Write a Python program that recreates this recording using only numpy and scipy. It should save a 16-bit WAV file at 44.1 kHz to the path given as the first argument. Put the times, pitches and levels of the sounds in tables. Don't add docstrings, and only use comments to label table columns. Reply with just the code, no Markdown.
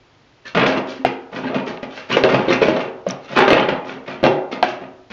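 import sys
import numpy as np
from scipy import signal
from scipy.io import wavfile
from scipy.ndimage import uniform_filter1d, minimum_filter1d

SR = 44100
rng = np.random.default_rng(int(sys.argv[2]) if len(sys.argv) > 2 else 0)


def store_wav(level_fs):
    pcm = np.round(np.clip(np.atleast_2d(level_fs), -1, 1) * 32767)
    wavfile.write(sys.argv[1], SR, pcm.T.astype(np.int16))


N = 226002

# (frequency [Hz], t60 [s])
RING_T60 = [(120, 0.31), (350, 0.73), (800, 0.71), (2200, 0.44), (3500, 0.36), (6000, 0.32)]


def amp(db):
    return 10 ** (np.asarray(db) / 20)


def unit(x):
    return x / np.sqrt(np.mean(x ** 2) + 1e-20)


def read(points, hz):
    table_hz, value = np.transpose(points)
    return np.interp(np.log(hz + 1), np.log(table_hz + 1), value)


def add(mix, start_s, sound):
    part = mix[max(round(start_s * SR), 0):][:len(sound)]
    part += sound[:len(part)]


def through(x, response):
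    return signal.fftconvolve(x, response)[:len(x)]


def band(x, hz, kind, order=3):
    return signal.sosfilt(signal.butter(order, hz, kind, fs=SR, output="sos"), x)


def colour(spectrum, size=4096):
    log_gain = np.log(amp(read(spectrum, abs(np.fft.fftfreq(size, 1 / SR)))))
    response = np.fft.ifft(np.exp(np.conj(signal.hilbert(log_gain)))).real[:size // 2]
    return response / np.linalg.norm(response)


def background(rms_db=-53.5):
    # (frequency [Hz], relative density [dB])
    spectrum = [(12, -43.5), (20, -15.5), (49, -13.5), (124, -2.5), (188, -18.5), (259, -10), (583, -14),
                (954, -16.5), (3430, -23), (5480, -29.5), (7180, -36), (9330, -73), (15800, -120)]
    return amp(rms_db) * unit(through(rng.standard_normal(N), colour(spectrum)))


def drum_modes(t60_scale=0.95, gain_db=-18.0, cavity_hz=63, cavity_db=-10.0, cavity_t60_s=1.5):
    # (frequency [Hz], relative level [dB])
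    modes = [(144, -3), (264, 5.5), (372, 4), (455, 1.5), (537, 4), (631, 6.5), (689, 1.5), (769, -20.5),
             (807, 4), (837, 6.5), (922, 6), (959, -2), (1228, 4.5), (1388, -4.5), (1484, -17.5),
             (1577, -15.5), (1841, -11), (1982, -9.5), (2059, -16.5), (2230, -19), (2330, 3), (2455, 1.5),
             (2723, 8.5), (3105, -13)]
    t = np.arange(SR) / SR
    ring = amp(cavity_db - 60 * t / cavity_t60_s) * np.sin(2 * np.pi * cavity_hz * t)
    for hz, db in modes:
        t60_s = t60_scale * read(RING_T60, hz)
        ring += amp(db - 60 * t / t60_s) * np.sin(2 * np.pi * (hz * t + rng.random()))
    return amp(gain_db) * ring / np.linalg.norm(ring)


def shell(early_db=0.5, early_s=0.0067, rise_s=0.00028):
    hz, t, noise = signal.stft(rng.standard_normal(SR), SR, nperseg=256)
    decay = amp(-60 * t / read(RING_T60, hz)[:, None])
    tail = signal.istft(noise * decay, SR, nperseg=256)[1]
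    t = np.arange(len(tail)) / SR
    tail = tail * (1 + amp(early_db) * np.exp(-t / early_s)) * (1 - np.exp(-t / rise_s))
    return tail / np.linalg.norm(tail)


def travelling_ring(force, moves_per_s=24.0, spots=6):
    place = np.arange(N) / SR * moves_per_s
    out = np.zeros(N)
    for spot in range(spots):
        distance = abs((place - spot + spots / 2) % spots - spots / 2)
        share = np.cos(np.pi / 2 * np.minimum(distance, 1))
        out += through(force * share, shell())
    return out


def squeaks(glide=0.015, waver=0.05, waver_hz=500):
    # (time [s], level [dB], pitch [Hz], length [s])
    events = [(0.444, -30.5, 1730, 0.051), (2.113, -16.5, 2856, 0.057), (2.487, -22.5, 3710, 0.014),
              (3.087, -25.5, 6200, 0.0037), (3.103, -31, 6100, 0.0024), (3.108, -15.5, 5900, 0.0025),
              (3.527, -5.5, 2595, 0.014), (3.611, -22.5, 3075, 0.027)]
    out = np.zeros(N)
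    wander = unit(band(rng.standard_normal(N), waver_hz, "low"))
    for start_s, db, hz, length_s in events:
        ramp = np.linspace(-1, 1, round(length_s * SR))
        pitch_hz = hz * (1 + glide * ramp + waver * wander[round(start_s * SR):][:len(ramp)])
        tone = np.sin(2 * np.pi * np.cumsum(pitch_hz) / SR)
        add(out, start_s, amp(db) * tone * np.hanning(len(ramp)))
    return out


def thumps(swell_s=0.014, fade_s=0.022, gain_db=-4.0):
    # (time [s], relative level [dB], pitch [Hz])
    swings = [(0.555, -3.5, 174), (0.992, -12.5, 264), (1.056, -14, 130.6), (1.444, -7, 257.6),
              (1.554, -16, 260), (2.237, 0.5, 377.5), (2.342, -3.5, 137.5), (2.484, 0.5, 359.5),
              (2.62, -1, 435), (2.679, -1, 323), (3.072, -8, 187), (3.367, -2, 247), (3.507, 0.5, 305),
              (4.244, -5.5, 235.6), (4.28, 0.5, 377.3)]
    out, t = np.zeros(N), np.arange(SR // 3) / SR
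    envelope = (1 - np.exp(-t / swell_s)) * np.exp(-t / fade_s)
    for start_s, db, hz in swings:
        add(out, start_s, amp(db + gain_db) * np.sin(2 * np.pi * hz * t) * envelope)
    return out


def slips(per_s, spread_db, clump_db, clump_hz):
    clumps = unit(band(rng.standard_normal(N), clump_hz, "low"))
    size_db = spread_db * np.minimum(rng.exponential(1, N), 4) + clump_db * np.clip(clumps, -2, 2)
    return unit(amp(size_db) * rng.choice([-1, 1], N) * (rng.random(N) < per_s / SR))


def scrape(grate_db=4.5, judder_db=-1.0, hiss_db=18.0, split_hz=1150, hiss_hz=4300, grip_s=0.0042):
    # (time [s], rise [s], stop [s], grate [dB], judder [dB], hiss [dB])
    strokes = [(0.45, 0.032, 0.032, -27, -36.5, -31), (0.548, 0.059, 0.059, -10, -10, -40),
               (0.653, 0.012, 0.11, -14, -13, -26), (0.759, 0.0076, 0.065, -27, -21, -39),
               (0.858, 0.036, 0.14, -30.5, -36, -32), (1.316, 0.053, 0.083, -25, -20.5, -33.5),
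               (1.429, 0.038, 0.15, -27, -21.5, -46), (1.534, 0.024, 0.089, -21.5, -18, -39),
               (1.655, 0.023, 0.082, -24, -23.5, -31.5), (1.823, 0.0072, 0.077, -32.5, -25, -43),
               (1.899, 0.085, 0.11, -29.5, -43.5, -34), (2.088, 0.032, 0.1, -14, -19, -22.5),
               (2.229, .02, 0.024, -36, -7.5, -53), (2.281, 0.017, 0.25, -17, -15, -31.5),
               (2.478, 0.057, 0.038, -11.5, -12.5, -23), (2.61, 0.013, 0.077, -15, -11.5, -23.5),
               (2.668, 0.014, .12, -20.5, -14.5, -33), (2.788, 0.012, 0.092, -19, -23.5, -34),
               (3.058, 0.049, 0.034, -29, -21.5, -31.5), (3.2, 0.05, 0.07, -39, -44, -43),
               (3.278, 0.061, 0.058, -25, -25, -32), (3.358, 0.021, 0.079, -8, -14.5, -29.5),
               (3.48, 0.056, 0.21, -15, -14.5, -48.5), (3.68, 0.01, 0.11, -24.5, -17, -49),
               (3.839, 0.049, .12, -28.5, -27, -37.5), (4.058, 0.033, 0.13, -26.5, -24.5, -39),
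               (4.226, 0.011, 0.089, -31, -9, -33), (4.511, 0.0086, 0.065, -21, -18.5, -29.5),
               (4.655, 0.031, 0.079, -25, -29.5, -31), (4.781, 0.042, 0.067, -35, -34, -53),
               (5.099, 0.01, .02, -25, -26.5, -34)]
    grate = band(slips(per_s=2200, spread_db=-2.0, clump_db=4.0, clump_hz=91), [split_hz, hiss_hz], "band")
    judder = band(slips(per_s=600, spread_db=2.5, clump_db=3.0, clump_hz=70), split_hz, "low")
    hiss = band(slips(per_s=7000, spread_db=2.5, clump_db=4.0, clump_hz=150), hiss_hz, "high")
    layers = [(grate, grate_db, 1.48), (judder, judder_db, 1), (hiss, hiss_db, 1.94)]
    force = np.zeros(N)
    for start_s, rise_s, stop_s, *levels_db in strokes:
        span = np.arange(round(start_s * SR), min(round((start_s + rise_s + stop_s) * SR), N))
        t = span / SR - start_s
        speed_db = np.interp(t, [0, rise_s, rise_s + stop_s], [-8.0, 0, -12])
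        grip = np.clip(np.minimum(t, t[-1] - t) / grip_s, 0, 1)
        for (layer, gain_db, speed_exponent), db in zip(layers, levels_db):
            add(force, start_s, layer[span] * amp(db + gain_db + speed_exponent * speed_db) * grip)
    return force


def panel_flex(hz, flex_s=0.0017, gain_db=0.5, overtone_ratio=1.9, overtone_db=-13.5):
    t = np.arange(SR // 8) / SR
    first = np.sin(2 * np.pi * hz * t) * t / flex_s * np.exp(1 - t / flex_s)
    second = np.sin(2 * np.pi * overtone_ratio * hz * t) * np.exp(-t / (2 * flex_s))
    return -amp(gain_db) * (first + amp(overtone_db) * second)


def edge_crack(gain_db=1.5, spread_s=0.003935, first_hz=5400, last_hz=1200):
    progress = np.arange(0, spread_s, 1 / SR) / spread_s
    hz = first_hz * (last_hz / first_hz) ** progress
    return amp(gain_db) * np.sin(2 * np.pi * np.cumsum(hz) / SR) * np.sin(np.pi * np.sqrt(progress))


def edge_rattle(per_s=4000, fade_s=0.012, low_cut_hz=320):
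    t = np.arange(SR // 8) / SR
    bounces = unit(rng.choice([-1, 1], len(t)) * (rng.random(len(t)) < per_s / SR))
    return band(bounces * np.exp(-t / fade_s), low_cut_hz, "high", order=2)


def clanks():
    # (time [s], knock [dB], pitch [Hz], rattle [dB], crack re rattle [dB], boom re knock [dB])
    blows = [(0.454, -41, 500, -36, -2, -13), (0.548, -14, 383, -10.5, -14.5, -9.5),
             (0.572, -8.5, 454, -9.5, -12.5, -5), (0.595, -12, 366, -13.5, -8, -4),
             (0.636, -14, 470, -19.5, -7, 1), (0.664, -18, 486, -12, -3, -7),
             (0.774, -26, 450, -15, -14, -20), (1.049, 7, 720, -7, 1, -27.5),
             (1.444, -20, 900, -35, -15, -4), (1.545, -16.5, 584, -19.5, -4.5, -14),
             (1.773, -34, 477, -41, 13.5, -13), (1.83, -18.5, 290, -25.5, -10, 3.5),
             (1.975, -36, 780, -29, 1, -10.5), (2.103, -21, 455, -32.5, 13, -10),
             (2.168, -9, 557, -6.5, -14, -13.5), (2.237, -1, 446, -6, 3.5, -11),
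             (2.29, -25, 479, -13.5, -13, -4), (2.344, -6, 592, -10, -13, -6),
             (2.484, -9, 377, -20.5, -3, 2.5), (2.505, -15, 460, -19.5, 3.5, -19),
             (2.617, -3.5, 454, -14, -8, -19), (2.626, -5, 450, -31, 0.5, -22),
             (2.684, -2, 553, -14.5, -12, -14), (2.764, -24, 565, -16.5, -11, -13),
             (3.066, -8, 572, -26.5, -40, -2.5), (3.363, -16, 740, -10.5, -8, -11.5),
             (3.378, -4.5, 527, -12, -14, -10.5), (3.39, 3.5, 820, -1, -6, -9.5),
             (3.479, -6.5, 505, -6.5, -20, -6), (3.504, -18, 387, -3, -6, -14),
             (3.531, 4.5, 472, -7, 2, -19), (3.567, -6, 524, -17, -12, -11.5),
             (3.597, -13, 385, -14, -1, -14.5), (3.688, -13.5, 523, -13.5, -5.5, -3),
             (4.078, -42, 870, -24.5, -9.5, -11), (4.229, -13, 304, -19, -17.5, -1),
             (4.239, 3.5, 574, -4, 0, -3), (4.264, -6, 826, -14, -1.5, 0.5), (4.627, 2, 840, -11.5, 8, -18),
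             (4.631, 4, 733, -11, -36, -13)]
    knocks, cracks, rattles, booms = np.zeros((4, N))
    for start_s, knock_db, hz, rattle_db, crack_db, boom_db in blows:
        flex = panel_flex(hz)
        add(knocks, start_s, amp(knock_db) * flex)
        add(cracks, start_s, amp(rattle_db + crack_db) * edge_crack())
        add(rattles, start_s, amp(rattle_db) * edge_rattle())
        add(booms, start_s, amp(knock_db + boom_db) * flex)
    return knocks, cracks, rattles, booms


def scene(scrape_direct_db=-5.0, shell_db=-6.0,
          squeak_ring_db=-12.5, rattle_ring_db=3.0, crack_ring_db=-2.5, thump_ring_db=-19.5):
    # (frequency [Hz], relative gain [dB])
    steel_spectrum = [(24, -63.5), (40, -22), (91, -25), (135, -2), (265, -1), (301, -6), (375, -1.5),
                      (734, -5.5), (818, -9.5), (1020, -10), (2760, -16), (5910, -35.5), (7180, -47.5),
                      (9330, -61.5), (15800, -120)]
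    steel = colour(steel_spectrum)
    rubbing = scrape()
    knocks, cracks, rattles, booms = clanks()
    chirps, wall = squeaks(), thumps()
    direct = through(amp(scrape_direct_db) * rubbing + cracks + rattles, steel) + knocks + wall + chirps
    drive = through(rubbing + amp(crack_ring_db) * cracks + amp(rattle_ring_db) * rattles, steel)
    drive += booms + amp(squeak_ring_db) * chirps + amp(thump_ring_db) * wall
    ring = amp(shell_db) * travelling_ring(drive) + through(drive, drum_modes())
    return (direct + ring + background())[None]


def limiter(x, ceiling_db=-1.15, recover_db_per_s=700, late_share=0.85):
    fall_db = np.arange(N) * recover_db_per_s / SR
    peak_db = np.maximum.accumulate(20 * np.log10(abs(x) + 1e-9) + fall_db) - fall_db
    over_db = np.maximum(peak_db - ceiling_db, 0)
    ahead_db = -minimum_filter1d(-over_db, size=44)
    cut_db = uniform_filter1d(late_share * over_db + (1 - late_share) * ahead_db, size=44)
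    return x / amp(cut_db)


def record(dry, pass_hz=7300, converter_hz=16000, image_db=-23.0, image_top_hz=10000, top_hz=16000):
    narrow = signal.fftconvolve(dry[0], signal.firwin(71, pass_hz, fs=SR), "same")
    mirrored = narrow * np.cos(2 * np.pi * converter_hz * np.arange(N) / SR)
    image = band(mirrored, image_top_hz, "low", order=16)
    clipped = np.clip(limiter(narrow + amp(image_db) * image), -1, 1)
    low_pass = signal.firwin(255, top_hz, window=("kaiser", 9), fs=SR)
    return signal.fftconvolve(clipped, low_pass, "same")[None]


dry = scene()
out = record(dry)
store_wav(out)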